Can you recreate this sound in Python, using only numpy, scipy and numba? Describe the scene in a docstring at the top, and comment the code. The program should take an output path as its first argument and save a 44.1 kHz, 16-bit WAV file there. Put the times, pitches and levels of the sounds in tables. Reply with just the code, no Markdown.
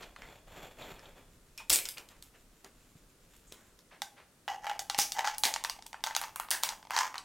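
"""Felt rubs softly on metal: an empty aluminium drink can is turned against a marker on a table.
It is lifted, and its wall buckles under the fingers with a loud crinkle. A utility knife pierces it
and saws round it: the blade judders, the thin sheet tears in sharp snaps, and the can answers with
a hollow note that rises and dulls as the slit opens. Small quiet room, heard from close by."""
import sys
import numpy as np
from scipy import signal
from scipy.fft import rfft, irfft
from scipy.io import wavfile
from scipy.ndimage import uniform_filter1d
from numba import njit

SR = 44100
rng = np.random.default_rng(int(sys.argv[2]) if len(sys.argv) > 2 else 0)


def file_out(sig):
    """Save sig as 16-bit WAV at sys.argv[1]."""
    # one column per channel
    cols = np.atleast_2d(sig).T
    # limit, then scale
    lim = np.clip(cols, -1, 1)
    pcm = np.round(lim * 32767).astype(np.int16)
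    wavfile.write(sys.argv[1], SR, pcm)


N = 319284
TIME_S = np.arange(N) / SR

# twists of the can against the marker: (start [s], rise [s], hold [s], level [dB])
TWISTS = [(0.0, 0.0074, 0.012, -50), (0.16, 0.058, 0.13, -56.5), (.47, 0.12, 0.063, -50),
          (0.769, 0.027, 0.12, -49), (1.002, .03, 0.04, -55), (1.149, 0.022, 0.013, -57.5)]
# felt friction spectrum: (frequency [Hz], level [dB])
FELT_SPECTRUM = [(100, -2.5), (300, -4.5), (600, 0.5), (1100, -5), (2000, -8.5), (2600, -8.5),
                 (3100, -13.5), (3650, -13.5), (4600, -22.5), (6400, -21.5), (7300, -14.5), (8400, -28.5),
                 (11500, -29.5), (13000, -19), (16000, -31)]
# narrow high resonances colouring the rubbing and the tap: (pitch [Hz], rub gain [dB], tap level [dB])
RESONANCES = [(2470, -6, -43), (3380, 7, -56), (4360, 5.5, -76), (5370, -21, -51), (7140, -8, -54),
              (9300, -5, -63)]
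# low rumble, dipping around 4.2 s: (time [s], level [dB])
RUMBLE_LEVELS = [(0, -64.5), (1.4, -62.5), (2.1, -66), (3.6, -67.5), (4.2, -82), (4.8, -67), (5.5, -66),
                 (6.1, -71), (7.24, -71.5)]
# low rumble spectrum: (frequency [Hz], level [dB])
RUMBLE_SPECTRUM = [(15, -7.5), (34, 7), (55, -6.5), (100, -9.5), (200, -15.5), (500, -51), (2000, -139)]
# finger slides: (time [s], length [s], level [dB], centre [Hz])
RUBS = [(0.02, 0.036, -48, 1860), (1.586, 0.074, -55.5, 1390), (1.96, 0.1, -55, 680),
        (2.087, .12, -62.5, 1000), (2.335, 0.062, -63, 1080), (2.641, 0.052, -56.5, 915),
        (3.517, 0.23, -66, 900), (3.907, 0.086, -56.5, 1110), (4.164, 0.096, -57.5, 1090)]
# buckles of the closed wall: (time [s], crack level [dB], treble re crack [dB])
CRINKLES = [(0.1622, -56.5, -28.5), (0.2199, -55.5, -27), (0.9934, -55, -18), (1.5771, -45.5, -1.5),
            (1.697, -27.5, 3), (1.7016, -22, -0.5), (1.728, -31, 6), (1.7343, -27, 1), (1.7585, -26, 1.5),
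            (1.7878, -34, -4), (1.8541, -36.5, -7), (1.8878, -35, 1.5), (1.9734, -50, -9),
            (1.9817, -41.5, -7), (2.088, -53, -4), (2.2244, -47.5, -1.5), (2.6454, -50, -6),
            (3.3655, -68, 10), (3.523, -45.5, -5.5), (3.7902, -56.5, -7)]
# low, mid and treble bands of a click: (low edge [Hz], high edge [Hz], shimmer t60 [s])
CLICK_BANDS = [(950, 2500, 0.28), (2930, 7350, 0.17), (6430, 23300, 0.2)]
# ringing wall panels: (time [s], level [dB], pitch [Hz], t60 [s])
PANELS = [(4.898, -31, 3900, .03), (.82, -48.5, 3470, 0.13), (1.055, -52, 3360, 0.056),
          (1.6, -45, 1000, 0.095), (1.715, -36.5, 2400, 0.47), (1.728, -23, 8400, 0.16),
          (1.971, -43.5, 2600, 0.12), (3.471, -64, 7200, 1), (4.793, -36.5, 6440, 0.073),
          (4.996, -26, 5770, 0.22), (5.44, -35.5, 1950, 0.24), (6.514, -36.5, 1770, 0.29)]
# knocks through the table: (time [s], level [dB], centre [Hz], t60 [s])
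THUDS = [(1.7, -43.5, 55, 0.17), (1.7, -40.5, 580, 0.4), (2.644, -55.5, 378, 0.17),
         (2.954, -50.5, 120, 0.07), (3.522, -42.5, 222, 0.019), (4.986, -36, 213, 0.014),
         (5.452, -39, 483, 0.076), (5.452, -50, 99, 0.045), (6.512, -54, 387, 0.26)]
# running buckles: (start [s], rise [s], hold [s], level [dB], tilt [dB/octave])
CRUMPLES = [(1.706, .012, 0.031, -29, -1), (4.978, 0.018, 0.022, -31.5, -3), (5.435, .006, 0.023, -32, -4),
            (6.509, .004, 0.023, -35, -5.5), (6.627, .004, 0.037, -41.5, -7)]
# crack shower spectrum before tilt: (frequency [Hz], level [dB])
CRUMPLE_SPECTRUM = [(100, -53), (300, -36), (1000, -13), (2300, -3), (5500, 4), (8500, 4.5), (12000, 2),
                    (15500, 1)]
# tears under the blade: (time [s], crack level [dB], treble re crack [dB], kick to the body [dB])
SNAPS = [(4.0191, -30.5, -12.5, -39), (4.4789, -47, -8, -34.5), (4.4844, -50, -10, -37),
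         (4.6441, -52, -5, -43.5), (4.668, -48, -5, -34.5), (4.6966, -43.5, -7, -36),
         (4.7138, -59, -5, -37.5), (4.793, -32, -6, -41), (4.8985, -28.5, -12, -36),
         (4.946, -35, -17, -36.5), (4.9882, -23, -3.5, -28), (5.1206, -31, -5, -50), (5.192, -34, -12, -30),
         (5.2449, -48, -3, -34), (5.274, -33.5, -14, -30), (5.3465, -43, -16, -49), (5.3824, -40.5, 8, -54),
         (5.4361, -21, -10, -30), (5.4533, -24.5, -10, -36), (5.5397, -27.5, -21, -42.5),
         (5.5612, -34.5, -16, -32.5), (5.6391, -33.5, -3, -43.5), (5.648, -30.5, -16, -30),
         (5.6974, -29.5, -13, -39), (5.824, -48, -13, -56), (5.865, -44.5, -1, -57),
         (5.9301, -45.5, -20, -45.5), (5.943, -64, -8, -40.5), (6.0392, -27, -10, -35),
         (6.0644, -39, -4, -41), (6.071, -35, -15, -36), (6.1093, -54, -8, -39),
         (6.1501, -30.5, -18, -39.5), (6.1645, -24.5, -7, -32), (6.2148, -41.5, 5, -39),
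         (6.238, -40, -11, -39), (6.3596, -43.5, 7.5, -39.5), (6.3985, -44, 9, -33.5),
         (6.4864, -56, -9, -46.5), (6.5065, -34, 8, -53), (6.5128, -28, 2.5, -38.5),
         (6.6348, -23.5, -4, -33.5), (6.69, -30, -25, -43), (6.828, -57, -17, -51.5),
         (6.9068, -43, 0.5, -31.5), (6.9644, -27.5, -17, -32.5), (6.9886, -24, -36, -32.5),
         (7.143, -52, -3, -39), (7.1561, -46.5, -24, -41), (7.1807, -35, -24, -62)]
# wall and air modes: (base pitch [Hz], base width [Hz], gain [dB], share of pitch shift [0-1])
BODY_MODES = [(634, 210, -5.5, 0.9), (720, 113, -7.5, 1), (815.7, 30, 2, 0.96), (833, 20, -8, 1),
              (876, 34, -16.5, 0.5), (1334, 31, -22.5, 0), (1650, 28, -41, 0.7), (1730, 50, -13, .1),
              (1975, 39, -6, 0.5), (2040, 30, -34, 0), (2964, 33, -12, 0.7), (3210, 30, -18, 0.04),
              (3140, 97, -14, 0)]
# slit opening as the hand works it: (time [s], gape [0-1])
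SLIT_GAPE = [(5.0, 0.03), (5.25, 0.07), (5.7, 0.31), (6.2, 0.19), (6.4, 0.45), (6.95, 0.33), (7.2, 1)]
# sawing strokes: (start [s], rise [s], hold [s], hollow ring [dB], rasp [dB])
STROKES = [(4.483, 0.0029, 0.033, -35.5, -43), (4.62, 0.056, 0.018, -37.5, -43),
           (5.142, 0.035, 0.024, -34.5, -37.5), (5.243, 0.0063, 0.035, -40.5, -31.5),
           (5.45, 0.025, 0.018, -38, -59), (6.061, 0.017, .015, -48, -44),
           (6.204, 0.027, 0.0051, -44.5, -40), (6.522, 0.013, 0.021, -44, -45),
           (6.629, 0.012, 0.081, -45.5, -46), (6.915, 0.055, 0.041, -34, -30),
           (7.014, 0.018, 0.023, -39.5, -37.5), (7.134, 0.013, 0.032, -49.5, -54)]
# blade rasp spectrum: (frequency [Hz], level [dB])
RASP_SPECTRUM = [(450, -28), (780, 11.5), (1100, 3.5), (1700, 8), (2400, -2), (3100, -4.5), (4500, 0.5),
                 (6500, 1), (9000, -14.5), (16000, -18)]
# room decay: (low edge [Hz], high edge [Hz], t60 [s])
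ROOM_BANDS = [(147, 880, 0.48), (676, 1240, 0.19), (2260, 3550, 0.3), (6530, 25000, 0.34)]
# background hiss spectrum: (frequency [Hz], level [dB])
HISS_SPECTRUM = [(24, -27), (40, -5), (269, -2), (615, -8.5), (790, -14), (1370, -13), (2440, -19),
                 (6300, -19), (7300, -20), (8500, -17.5), (13800, -25), (16000, -27.5)]
# faint low stereo spread of the tail: (frequency [Hz], gain [dB])
TAIL_SPREAD = [(60, -22), (200, -28), (500, -52), (1300, -75), (5000, -85), (14000, -75)]
# faint stereo hiss: (frequency [Hz], level [dB])
STEREO_HISS_SPECTRUM = [(18, -52), (30, -19), (122, -4), (190, -4), (497, -5), (645, -6.5), (859, -6.5),
                        (8040, -12), (15000, -20)]


def amp(db):
    """Decibels to gain."""
    return 10 ** (np.asarray(db) / 20)


def unit_rms(x):
    """Scales to an rms of one."""
    return x / np.sqrt(np.mean(x ** 2) + 1e-20)


def steady(x, samples):
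    """Holds the running rms at one."""
    return x / np.sqrt(abs(uniform_filter1d(x ** 2, samples)) + 1e-12)


def add(mix, start_s, sound):
    """Mixes a sound in at start_s."""
    part = mix[max(round(start_s * SR), 0):][:len(sound)]
    part += sound[:len(part)]


def band(x, lo_hz, hi_hz, order=2):
    """Causal band-pass."""
    sos = signal.butter(order, [lo_hz, min(hi_hz, .47 * SR)], "band", fs=SR, output="sos")
    return signal.sosfilt(sos, x)


def shaped(x, curve):
    """Filters by a curve of (frequency [Hz], gain [dB])."""
    hz, db = np.transpose(curve)
    bins_hz = np.fft.rfftfreq(len(x), 1 / SR)
    gain_db = np.interp(np.log(bins_hz + 1), np.log(hz), db)
    return irfft(rfft(x) * amp(gain_db), len(x))


def coloured(x, spectrum):
    """Shapes the spectrum, at unit rms."""
    return unit_rms(shaped(x, spectrum))


def noise(shape):
    """White noise."""
    return rng.standard_normal(shape)


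def wander(length, span):
    """Unit-rms random drift, smooth over span points."""
    return unit_rms(uniform_filter1d(uniform_filter1d(noise(length), span), span))


def slips(per_s, spread_db):
    """Stick-slip: random jerks, mostly small, a few large."""
    jerks = amp(spread_db * np.minimum(rng.exponential(1, N), 3.5)) * rng.choice([-1, 1], N)
    return unit_rms(jerks * (rng.random(N) < per_s / SR))


def effort_db(start_s, rise_s, hold_s, onset_db, fall_db_per_s):
    """One push of the hand re its peak: builds, holds, dies away."""
    t = TIME_S - start_s
    build_db = onset_db * np.clip(1 - t / max(rise_s, .001), 0, 1)
    fall_db = fall_db_per_s * np.maximum(t - rise_s - hold_s, 0)
    return np.where(t < 0, -200, build_db - fall_db)


def resonance(x, hz, q=31):
    """One narrow resonance."""
    return signal.lfilter(*signal.iirpeak(hz, q, fs=SR), x)


def marker():
    """Friction of felt and can base swells with each twist, coloured by narrow high resonances."""
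    grains = slips(per_s=2400, spread_db=3.5) + 0.75 * noise(N)
    uneven_db = 1.8 * wander(N, span=300) - 0.64
    twists_db = [db + effort_db(*timing_s, onset_db=-8.5, fall_db_per_s=155) for *timing_s, db in TWISTS]
    friction = amp(np.max(twists_db, axis=0) + uneven_db) * coloured(grains, FELT_SPECTRUM)
    return friction + sum(amp(db) * resonance(friction, hz) for hz, db, _ in RESONANCES)


def rumble():
    """Low rumble, dipping around 4.2 s."""
    level_db = np.interp(TIME_S, *np.transpose(RUMBLE_LEVELS)) + 2 * wander(N, span=2000)
    return amp(level_db) * coloured(noise(N), RUMBLE_SPECTRUM)


def finger_rubs(edge_ratio=2.4):
    """Skin slides on the can in swells of band noise."""
    t, out = np.arange(SR // 2) / SR, np.zeros(N)
    for start_s, length_s, db, hz in RUBS:
        age = 4 * t / length_s
        friction = unit_rms(band(noise(len(t)), hz / edge_ratio, hz * edge_ratio))
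        add(out, start_s, amp(db) * age * np.exp(1 - age) * friction)
    return out


def crack(envelope, lo_hz, hi_hz, q=5):
    """Unit-energy burst; the patch of sheet that gives way has its own pitch."""
    burst = noise(len(envelope)) * envelope
    patch_hz = lo_hz * (hi_hz / lo_hz) ** rng.uniform(.1, .75)
    sound = band(burst + 1.06 * resonance(burst, patch_hz, q), lo_hz, hi_hz)
    return sound / np.linalg.norm(sound)


def clicks(rows, top_hz, decay_s, shimmer_db, patchy_db, grain_db, bounce_s=0.00088):
    """Cracks bounce off the table; dense wall modes shimmer on. Rows: (time [s], 3 band levels [dB])."""
    size = 2 ** 14
    t, out = np.arange(size) / SR, np.zeros(N)
    bins = size // 2 + 1
    dents = np.array([wander(bins, span=60) for _ in rows])  # each dent detunes the wall
    wall_gains = amp(patchy_db * 2 * np.tanh((wander(bins, span=12) + dents) / 2))
    bounce = 0.21 * (t > bounce_s) * np.exp(-abs(t - bounce_s) / decay_s)
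    envelope = np.exp(-t / decay_s) + bounce
    attack = 1 - np.exp(-t / 0.00033)
    layers = []
    for lo_hz, hi_hz, t60_s in CLICK_BANDS:
        hi_hz = min(hi_hz, top_hz)
        cracks = np.sqrt(.003 * SR) * np.array([crack(envelope, lo_hz, hi_hz) for _ in rows])
        wall = irfft(rfft(noise((len(rows), size))) * wall_gains)
        shimmer = unit_rms(band(wall, lo_hz, hi_hz)) * attack * amp(-60 * t / t60_s)
        layers.append((cracks, shimmer))
    hardest_db = max(max(levels_db) for _, *levels_db in rows)
    for k, (start_s, *levels_db) in enumerate(rows):
        # harder cracks shake the wall more than in proportion
        shake_db = shimmer_db + 0.071 * (max(levels_db) - hardest_db)
        shake = amp(shake_db) * unit_rms(amp(grain_db * wander(size, span=50)))
        for db, (cracks, shimmer) in zip(levels_db, layers):
            add(out, start_s, amp(db) * (cracks[k] + shake * shimmer[k]))
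    return out


def crinkling():
    """The closed wall buckles under the fingers; duller cracks gain low mids."""
    rows = [(start_s, db - 16 - treble_db, db, db + treble_db) for start_s, db, treble_db in CRINKLES]
    return clicks(rows, top_hz=14800, decay_s=.0013, shimmer_db=-7.5, patchy_db=7, grain_db=3)


def panels(half_width=0.13):
    """Narrow clusters of wall modes ring on after a buckle or rub."""
    t, out = np.arange(SR // 2) / SR, np.zeros(N)
    for start_s, db, hz, t60_s in PANELS:
        cluster = band(noise(len(t)), hz * (1 - half_width), hz * (1 + half_width))
        add(out, start_s, amp(db - 60 * t / t60_s) * unit_rms(cluster))
    return out


def handling():
    """Skin faintly brushes the wall as the can turns in the hands."""
    in_hand = uniform_filter1d(1. * (TIME_S > 1.27) * (TIME_S < 3.72), size=2000)
    level_db = -74.5 + 3.5 * wander(N, span=1300)
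    friction = coloured(slips(per_s=1500, spread_db=3.5), FELT_SPECTRUM)
    whisper = np.diff(friction, prepend=0)  # light contact is brighter than felt
    return in_hand * amp(level_db) * unit_rms(band(whisper, 280, 11000))


def tap(start_s=1.5774, t60_s=0.18):
    """Fingertips land on the can: a ping of narrow high resonances."""
    t, out = np.arange(SR // 2) / SR, np.zeros(N)
    for hz, _, db in RESONANCES:
        add(out, start_s, amp(db - 60 * t / t60_s) * unit_rms(resonance(noise(len(t)), hz)))
    return out


def table_thuds():
    """A soft knock shoves the air once; the table top hums on."""
    t, out = np.arange(SR // 2) / SR, np.zeros(N)
    for start_s, db, hz, t60_s in THUDS:
        phase_rad = 2 * np.pi * hz * t
        shove = band(4 * (1 - phase_rad) * np.exp(-phase_rad), hz / 4, hz * 3)
        hum = amp(-60 * t / t60_s) * unit_rms(band(noise(len(t)), hz / 1.96, hz * 1.44))
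        add(out, start_s, amp(db) * (shove + hum))
    return out


def crumpling(patchy_db=2):
    """A large buckle runs on as a shower of tiny cracks, coloured by dense wall modes."""
    size, out = 2 ** 14, np.zeros(N)
    grains = slips(per_s=3500, spread_db=3)
    for start_s, rise_s, hold_s, db, tilt_db_per_oct in CRUMPLES:
        now = slice(round(start_s * SR), round(start_s * SR) + size)
        wall = irfft(rfft(grains[now]) * amp(patchy_db * wander(size // 2 + 1, span=25)))
        spectrum = [(hz, base_db + tilt_db_per_oct * np.log2(hz)) for hz, base_db in CRUMPLE_SPECTRUM]
        shower = steady(coloured(wall, spectrum), samples=500)
        push_db = effort_db(start_s, rise_s, hold_s, onset_db=-6, fall_db_per_s=288)[now]
        add(out, start_s, amp(db + push_db) * shower)
    return out


@njit
def ring(push, pole):
    """One damped mode; pitch and decay may change every sample."""
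    out, state = np.zeros(len(push)), 0j
    for i in range(len(push)):
        state = state * pole[i] + push[i]
        out[i] = state.imag
    return out


def can_body(push):
    """Hollow modes rise and die sooner as the slit opens, and waver as the wall flexes."""
    gape = np.clip(np.interp(TIME_S, *np.transpose(SLIT_GAPE)), 0, 1)
    pitch_shift = 0.42 * gape - 0.03
    loss_factor = 0.84 + 9 * gape
    out = np.zeros(N)
    for base_hz, width_hz, db, share in BODY_MODES:
        flex = 0.014 * loss_factor * wander(N, span=700)
        pitch_hz = base_hz * (1 + share * (pitch_shift + flex))
        pole = np.exp((2j * np.pi * pitch_hz - np.pi * width_hz * loss_factor) / SR)
        out += amp(db) * ring(push, pole)
    return band(out, 677, 15000, order=4)  # too small to radiate bass


def tearing():
    """The sheet snaps under the blade; each snap kicks the hollow body."""
    kicks, rows = np.zeros(N), []
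    for start_s, db, treble_db, kick_db in SNAPS:
        add(kicks, start_s, amp([kick_db]))
        rows.append((start_s, kick_db, db, db + treble_db))
    snaps = clicks(rows, top_hz=16100, decay_s=.0008, shimmer_db=-10.5, patchy_db=5, grain_db=1)
    return snaps + amp(2) * can_body(kicks)


def sawing(judder_db=4):
    """The blade jerks along the slit, rasping and ringing the body as hard as the hand pushes."""
    hollow_gain, rasp_gain = np.zeros((2, N))
    for *timing_s, hollow_db, rasp_db in STROKES:
        push_db = effort_db(*timing_s, onset_db=-14, fall_db_per_s=275)
        hollow_gain = np.maximum(hollow_gain, amp(hollow_db + push_db))
        rasp_gain = np.maximum(rasp_gain, amp(rasp_db + push_db))
    jerks = slips(per_s=740, spread_db=4.5) + 0.57 * noise(N)
    judder = amp(judder_db * np.tanh(wander(N, span=300)))
    hollow = amp(-2.5) * hollow_gain * steady(can_body(jerks), samples=800)
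    rasp = amp(-4) * rasp_gain * steady(coloured(jerks, RASP_SPECTRUM), samples=800)
    return judder * (hollow + rasp)


def catching(per_s=11):
    """In the slit, the blade catches at random: a tick and a light kick to the body."""
    in_slit = TIME_S > STROKES[0][0]
    catches = in_slit * (rng.random(N) < per_s / SR) * rng.uniform(0.63, 1.6, N)
    t = np.arange(SR // 50) / SR
    tick = coloured(noise(len(t)), RASP_SPECTRUM) * np.exp(-t / .002)
    return amp(-49) * can_body(catches) + amp(-52) * signal.oaconvolve(catches, tick)[:N]


def room(x, delay_s=.006):
    """Short diffuse tail, longest in the lows."""
    t = np.arange(SR // 2) / SR
    tail = sum(band(noise(len(t)), *edges_hz) * amp(-60 * t / t60_s) for *edges_hz, t60_s in ROOM_BANDS)
    tail *= t > delay_s
    return signal.fftconvolve(x, tail / np.linalg.norm(tail))[:N]


def scene():
    """All sources centred, with faint stereo hiss and a faint low stereo spread of the tail."""
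    sheet = crinkling() + tearing() + crumpling() + panels()
    blade = sawing() + catching()
    direct = sheet + blade + tap() + marker() + handling() + rumble() + finger_rubs() + table_thuds()
    mid = direct + amp(-11) * room(direct) + amp(-65.5) * coloured(noise(N), HISS_SPECTRUM)
    side = shaped(room(direct), TAIL_SPREAD) + amp(-73.5) * coloured(noise(N), STEREO_HISS_SPECTRUM)
    return np.array([mid + side, mid - side])


def record(dry):
    """Steep low-pass at 16.1 kHz."""
    taps = signal.firwin(511, 16100, window=("kaiser", 9), fs=SR)
    return signal.oaconvolve(dry, taps[None], "same")


dry = scene()
out = record(dry)
file_out(out)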